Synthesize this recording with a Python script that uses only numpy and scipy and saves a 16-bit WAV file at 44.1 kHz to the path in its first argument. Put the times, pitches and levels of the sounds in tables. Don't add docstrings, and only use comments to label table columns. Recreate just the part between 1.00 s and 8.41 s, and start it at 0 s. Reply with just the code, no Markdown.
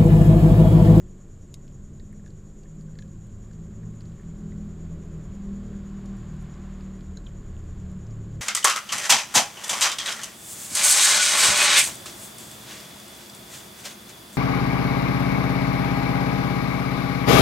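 import sys
import numpy as np
from scipy import signal
from scipy.fft import rfft, irfft
from scipy.io import wavfile
from scipy.ndimage import uniform_filter1d

SR = 44100
rng = np.random.default_rng(int(sys.argv[2]) if len(sys.argv) > 2 else 0)


def digitize_waveform(pressure):
    field = np.atleast_2d(pressure).T
    bounded = np.clip(field, -1, 1)
    quanta = np.round(bounded * 32767).astype(np.int16)
    wavfile.write(sys.argv[1], SR, quanta)


N = 326781

# time in seconds, pitch in Hz, level in dB.
HUM_CURVE = [(0, 22.06, -45.5), (1.4, 22.54, -47), (3.2, 22.3, -51), (3.9, 21.54, -41), (5.7, 22.2, -61.5),
             (6.5, 21.92, -43), (6.85, 22.2, -44), (7.41, 22.25, -45)]
# time in seconds, tyre roar in dB, rumble in dB, deep drone in dB.
ROAD_LEVELS = [(0, -67, -56, -48), (.9, -68.5, -56, -44.5), (1.45, -68, -56, -51.5), (2.0, -67, -56.5, -45),
               (2.55, -65.5, -54, -45.5), (3.2, -63.5, -54.5, -48), (4.1, -61, -48.5, -46.5),
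               (4.6, -59.5, -53, -44), (5.1, -57.5, -53, -48.5), (5.5, -57, -54, -41),
               (5.75, -57, -53.5, -51), (6.15, -61.5, -52, -45), (6.8, -60.5, -53, -47),
               (7.41, -61.5, -49.5, -44)]
# frequency in Hz, relative strength in dB per Hz.
DRONE_COLOUR = [(3, -12), (10, -3), (30, -1.5), (60, 0), (100, -4), (140, -5.5), (200, -6.5), (240, -9),
                (300, -27)]
# frequency in Hz, relative strength in dB per Hz.
RUMBLE_COLOUR = [(150, -7), (210, 0.5), (260, -1), (350, 2), (420, -0.5), (480, -9.5), (570, -7),
                 (700, -16.5), (900, -31)]
# frequency in Hz, relative strength in dB per Hz.
TYRE_COLOUR = [(350, -29), (600, 0.5), (801, 0.5), (874, -3.5), (1090, 4), (1260, -1.5), (1510, -1),
               (2750, -11.5), (3180, -10), (4670, -17), (6000, -24.5), (7800, -44.5), (13200, -120)]
# frequency in Hz, relative strength in dB per Hz.
HISS_COLOUR = [(1500, -20), (2200, -4.5), (5000, -3.5), (8000, -6), (10000, -8.5), (12500, -10),
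               (15600, -14.5)]
# pitch in Hz, width in Hz, level in dB, throb depth in dB (below 0: swells as others dip).
INSECT_SONGS = [(6673, 360, -72.5, 2), (6977, 430, -67.5, 4.5), (7120, 1100, -72, -0.5),
                (7513, 180, -74, -1.5), (5810, 570, -82, 6), (8070, 3800, -89, 10)]
# time in seconds, number of throbs so far.
THROB_COUNT = [(0, -.04), (5.3, 50.02), (5.7, 53.62), (7.41, 69.68)]
# time in seconds, firing rate in Hz, then levels of orders 1, 2, 3, 4, 5 in dB.
NEAR_MOTOR_CURVE = [(0.7, 42.8, -70, -56, -66, -59, -63), (1.16, 40.74, -55, -49, -63, -52, -48),
                    (1.55, 39.35, -53, -57, -61, -56, -70), (1.8, 39.21, -51.5, -66, -60, -46, -49.5),
                    (2.1, 39.31, -63, -54, -58, -51.5, -51), (2.45, 39.5, -47, -54, -66, -68, -56),
                    (2.68, 39.85, -50, -51, -70, -67, -50.5), (2.84, 40.18, -52, -62, -74, -40.5, -45.5),
                    (3.1, 40.59, -47, -53.5, -52, -46, -52), (3.5, 41.02, -48, -45.5, -50, -41, -38),
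                    (3.9, 40.54, -54, -42, -61, -40, -49.5), (4.2, 39.63, -43, -47, -46.5, -40, -48.5),
                    (4.45, 39.67, -43.5, -46.5, -57, -54, -36.5), (4.9, 39.54, -40, -45.5, -53, -42.5, -38),
                    (5.12, 39.2, -42, -46.5, -40, -55, -38), (5.35, 38.9, -45, -42.5, -48, -37.5, -43),
                    (5.75, 38.32, -41.5, -44.5, -54, -51, -39.5),
                    (6.15, 37.83, -44.5, -44.5, -50, -51, -46), (6.35, 37.9, -44, -55, -48.5, -45.5, -48),
                    (6.65, 37.3, -46, -57, -46, -54, -49), (6.95, 37.26, -47, -49, -48, -43.5, -41),
                    (7.1, 36.8, -54, -52, -34.5, -49, -49), (7.26, 35.4, -57, -53, -39.5, -47.5, -46),
                    (7.41, 36, -50, -41, -40, -39, -42.5)]
# order (a plain number), level against the fifth order in dB.
NEAR_HIGH_ORDERS = [(6, -16), (7, -26), (8, -24), (9, -20), (10, -25), (11, -30), (14, -32), (19, -36)]
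# time in seconds, firing rate in Hz, then levels of orders 2, 3, 4 in dB.
FAST_MOTOR_CURVE = [(0, 46.46, -56, -51, -44), (.3, 46.18, -51, -55, -55.5),
                    (.75, 46.06, -55.5, -48.5, -54.5), (1.1, 48.93, -52, -54, -59),
                    (1.4, 50.46, -51.5, -50, -55), (1.6, 51.6, -61, -52.5, -55), (2.0, 52.4, -47, -52, -56),
                    (2.4, 53.2, -46, -53.5, -57), (2.6, 54, -49.5, -41.5, -51),
                    (2.95, 55.3, -40, -53.5, -51), (3.25, 56.1, -58, -45.5, -60),
                    (3.55, 57.2, -46, -48, -66), (3.9, 57.6, -57, -50, -67), (4.3, 58.1, -52, -46.5, -72),
                    (4.7, 58.7, -49.5, -53, -48), (5.05, 59.13, -61, -50.5, -65),
                    (5.4, 59.3, -59, -56, -60)]
# order (a plain number), level against the fourth order in dB.
FAST_HIGH_ORDERS = [(7, -17), (8, -17), (10, -20)]
# time in seconds, firing rate in Hz, level in dB.
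LATE_MOTOR_CURVE = [(6.0, 40.1, -54), (6.3, 40.13, -47), (6.9, 40.5, -38.5), (7.05, 39.23, -48),
                    (7.2, 40.6, -70)]
# order (a plain number), level against the curve above in dB.
LATE_MOTOR_ORDERS = [(2, 0.5), (4, -14.5), (5, -17)]
# start in seconds, energy in dB, centre in Hz, width in octaves.
MOUTH_CLICKS = [(0.4313, -46, 5870, .4), (0.5414, -20, 5400, 1.03), (0.679, -38, 4000, 1.2),
                (0.9982, -36.5, 3900, 0.44), (1.261, -38, 4600, .95), (1.278, -41, 4480, 1.1),
                (1.305, -40, 4700, 0.94), (1.6344, -40, 4100, 1.4), (1.81, -39.5, 4900, .9),
                (1.9544, -44, 3950, 1.4), (1.9878, -27.5, 4450, 0.65), (2.023, -33.5, 3800, 1.2),
                (2.5112, -46, 3900, .9), (2.533, -40, 4200, 1.2), (3.007, -33, 3190, 1.35),
                (3.0188, -41, 4054, 1.07), (3.0554, -41, 3600, 0.68), (3.1187, -43, 3580, .75),
                (3.5204, -43, 3742, .95), (5.0582, -35, 4960, 1.1), (5.5403, -39, 5424, .45),
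                (5.8086, -36, 3870, 1.33), (6.0088, -36, 3000, 1.7), (6.566, -39, 3000, 0.46),
                (7.0674, -37, 5463, 0.5), (7.1082, -41, 5300, .4)]
# start in seconds, peak in dB, centre in Hz.
HOLLOW_SMACKS = [(0.5414, -59, 2210), (1.0001, -56, 1880), (1.1283, -53, 1868), (1.1957, -57, 1840),
                 (1.2448, -60, 1870), (1.2625, -49, 1720), (1.278, -56, 1620), (1.6566, -54, 1800),
                 (1.8846, -54.5, 1520), (1.955, -54, 1889), (1.9884, -45.5, 1750), (2.0228, -51.5, 1670),
                 (2.5117, -55, 1664), (2.7377, -57, 1870), (2.832, -54.5, 1850), (3.0076, -57, 1860),
                 (3.1807, -58, 1940), (3.1961, -54, 1830), (3.2091, -56, 1800), (3.2331, -57, 1933),
                 (3.5199, -51.5, 1962), (6.1724, -49, 1520)]
# start in seconds, peak in dB, centre in Hz.
HIGH_TICKS = [(0.5407, -59, 9820), (1.1255, -57, 9820), (1.8113, -61, 9200), (2.9596, -64, 9200),
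              (3.3822, -63, 9140), (4.1782, -59, 10060), (4.2418, -61, 8927), (5.0575, -56, 8810),
              (5.1676, -59, 9600), (5.3657, -55, 8700), (5.4105, -57, 9270), (5.4241, -52, 9020),
              (6.1724, -62, 9100)]
# start in seconds, level in dB, start pitch in Hz, end pitch in Hz, glide time in seconds.
WET_LICKS = [(6.168, -42.5, 3766, 4116, 0.0065), (6.1695, -43, 6410, 6670, 0.0038),
             (6.170, -55, 5300, 5400, 0.0037), (6.2615, -45, 4210, 3050, 0.0093),
             (6.265, -56, 2760, 2470, 0.004), (6.290, -64, 3120, 3030, 0.0038)]

HISS_DB = -75.5
STROKE_HZ, STROKE_LIKENESS = 60.5, 0.27
CLICK_T60_S = 0.011
CUTOFF_HZ = 15600


def from_db(db):
    return 10 ** (np.asarray(db) / 20)


def rms_one(x):
    return x / np.sqrt(np.mean(x ** 2) + 1e-20)


def in_time(rows):
    seconds, *columns = np.transpose(rows)
    t = np.arange(N) / SR
    return [np.interp(t, seconds, column) for column in columns]


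def drift(rate_hz):
    step = 40
    r = np.exp(-2 * np.pi * rate_hz * step / SR)
    noise = rng.standard_normal(N // step + 2002)
    slow = signal.lfilter([1], [1, -2 * r, r * r], noise)[2000:]
    return np.interp(np.arange(N) / step, np.arange(len(slow)), rms_one(slow))


def coloured(spectrum):
    hz = np.fft.rfftfreq(N, 1 / SR) + 1
    at_hz, db = np.transpose(spectrum)
    shape_db = np.interp(np.log(hz), np.log(at_hz), db, -80, -80)
    return rms_one(irfft(rfft(rng.standard_normal(N)) * from_db(shape_db), N))


def resonance(x, hz, width_hz):
    r = np.exp(-np.pi * width_hz / SR)
    top = (1 - r * r) / 2
    return signal.lfilter([top, 0, -top], [1, -2 * r * np.cos(2 * np.pi * hz / SR), r * r], x)


def wavering_orders(rows, orders, upper, wobble, flutter_db, fading_db):
    hz, *levels = in_time(rows)
    t, turn = np.arange(N) / SR, 2 * np.pi * np.cumsum(hz) / SR
    parts = list(zip(orders, levels))
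    for order, db in upper:
        parts.append((order, levels[-1] + db + fading_db * drift(2.3)))
    tone = 0
    for order, db in parts:
        phase = order * turn + rng.uniform(0, 2 * np.pi) + wobble * drift(3)
        tone = tone + from_db(db + flutter_db * drift(7.4)) * np.sin(phase)
    fade_in = np.clip((t - rows[0][0] + 0.1) / 0.2, 0, 1)
    fade_out = np.clip((rows[-1][0] + 0.1 - t) / 0.1, 0, 1)
    return np.sqrt(2) * tone * fade_in * fade_out


def low_hum():
    return wavering_orders(HUM_CURVE, (1,), [], wobble=0.087, flutter_db=1.5, fading_db=0)


def hiss(tyre_db):
    swing_db = tyre_db - tyre_db.mean()
    return from_db(HISS_DB + 0.25 * swing_db) * coloured(HISS_COLOUR)


def road(tyre_db, rumble_db, drone_db):
    roar = from_db(tyre_db) * coloured(TYRE_COLOUR)
    rumble = from_db(rumble_db) * coloured(RUMBLE_COLOUR)
    drone = from_db(drone_db) * coloured(DRONE_COLOUR)
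    return roar + rumble + drone


def insects():
    throb = np.cos(2 * np.pi * in_time(THROB_COUNT)[0])
    strength = 1 + 0.068 * drift(7.2)
    hz_axis = np.fft.rfftfreq(N, 1 / SR)
    comb = 1 / (1 - STROKE_LIKENESS * np.exp(-2j * np.pi * hz_axis / STROKE_HZ))
    out = 0
    for hz, width_hz, db, depth_db in INSECT_SONGS:
        rasp = irfft(rfft(rng.standard_normal(N)) * comb, N)
        song = resonance(resonance(rasp, hz, width_hz), hz, width_hz)
        level_db = db + depth_db * throb * strength + 0.17 * drift(14)
        out = out + rms_one(song) * from_db(level_db)
    return out


def motors():
    near = wavering_orders(NEAR_MOTOR_CURVE, (1, 2, 3, 4, 5), NEAR_HIGH_ORDERS,
                           wobble=0.076, flutter_db=2.12, fading_db=1.5)
    fast = wavering_orders(FAST_MOTOR_CURVE, (2, 3, 4), FAST_HIGH_ORDERS,
                           wobble=0.51, flutter_db=1.5, fading_db=4.0)
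    late = wavering_orders(LATE_MOTOR_CURVE, (), LATE_MOTOR_ORDERS,
                           wobble=0.11, flutter_db=1.6, fading_db=0.8)
    return near + fast + late


def box(x, t60_s, wall_db):
    t = np.arange(2200) / SR
    tail = rng.standard_normal(len(t)) * from_db(-60 * t / t60_s)
    tail = tail * (t > 0.0015)
    return x + from_db(wall_db) * signal.fftconvolve(x, tail / np.linalg.norm(tail))[:N]


def crackle(per_s, smallest_db):
    extra_db = 3.0 * np.minimum(rng.exponential(1, N), 2.5)
    pulses = from_db(smallest_db + extra_db) * (rng.random(N) < per_s / SR)
    band = rng.integers(0, 6, N)
    out = np.zeros(N)
    for k, hz in enumerate(np.geomspace(1800, 7500, 6)):
        out += resonance(pulses * (band == k) + 1e-18, hz, hz * 0.65)
    return out


def licks():
    out, t = np.zeros(N), np.arange(2000) / SR
    for start_s, db, start_hz, end_hz, glide_s in WET_LICKS:
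        hz = end_hz + (start_hz - end_hz) * np.clip(1 - t / glide_s, 0, 1)
        rise = np.clip(t / glide_s, 0, 1)
        fall = from_db(-60 * np.clip(t - glide_s, 0, 1) / 0.0086)
        rough = 1 + 0.32 * rms_one(uniform_filter1d(rng.standard_normal(len(t)), size=30))
        i = round(start_s * SR)
        out[i:i + len(t)] += from_db(db) * rise * fall * rough * np.sin(2 * np.pi * np.cumsum(hz) / SR)
    return out


def snaps(events, rise_s, t60_s, spread, ring):
    out, t = np.zeros(N), np.arange(2000) / SR
    shape = (1 - np.exp(-(t / rise_s) ** 2)) * from_db(-60 * t / t60_s)
    for start_s, db, hz in events:
        width_hz = hz * spread
        burst = resonance(resonance(rng.standard_normal(len(t)), hz, width_hz), hz, width_hz)
        sound = shape * (ring * np.sin(2 * np.pi * hz * t) + rms_one(burst))
        i = round(start_s * SR)
        out[i:i + len(t)] += from_db(db) * sound / np.abs(sound).max()
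    return out


def clicks():
    out, t = np.zeros(N), np.arange(2000) / SR
    for start_s, db, hz, octaves in MOUTH_CLICKS:
        snap = 0.84 * rng.standard_normal(len(t)) * from_db(-60 * t / CLICK_T60_S)
        snap[0] = 1
        edges_hz = hz * 2 ** (octaves * np.array([-0.5, 0.5]))
        band = signal.butter(2, edges_hz, "band", fs=SR, output="sos")
        snap = signal.sosfilt(band, snap)
        i = round(start_s * SR)
        out[i:i + len(t)] += from_db(db) * snap / np.linalg.norm(snap)
    return out


def eating_cat():
    smacks = snaps(HOLLOW_SMACKS, rise_s=0.00064, t60_s=0.02, spread=0.15, ring=1.5)
    ticks = snaps(HIGH_TICKS, rise_s=0.00054, t60_s=0.006, spread=0.47, ring=0.21)
    mouth = clicks() + smacks + ticks + licks() + crackle(per_s=16, smallest_db=-46)
    return box(mouth, t60_s=0.052, wall_db=-9.5)


def scene():
    tyre_db, rumble_db, drone_db = in_time(ROAD_LEVELS)
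    background = low_hum() + hiss(tyre_db) + road(tyre_db, rumble_db, drone_db) + insects()
    mono = background + motors() + eating_cat()
    return np.array([mono, mono])


def record(dry):
    return signal.sosfilt(signal.cheby2(22, 50, CUTOFF_HZ, fs=SR, output="sos"), dry)


dry = scene()
out = record(dry)
digitize_waveform(out)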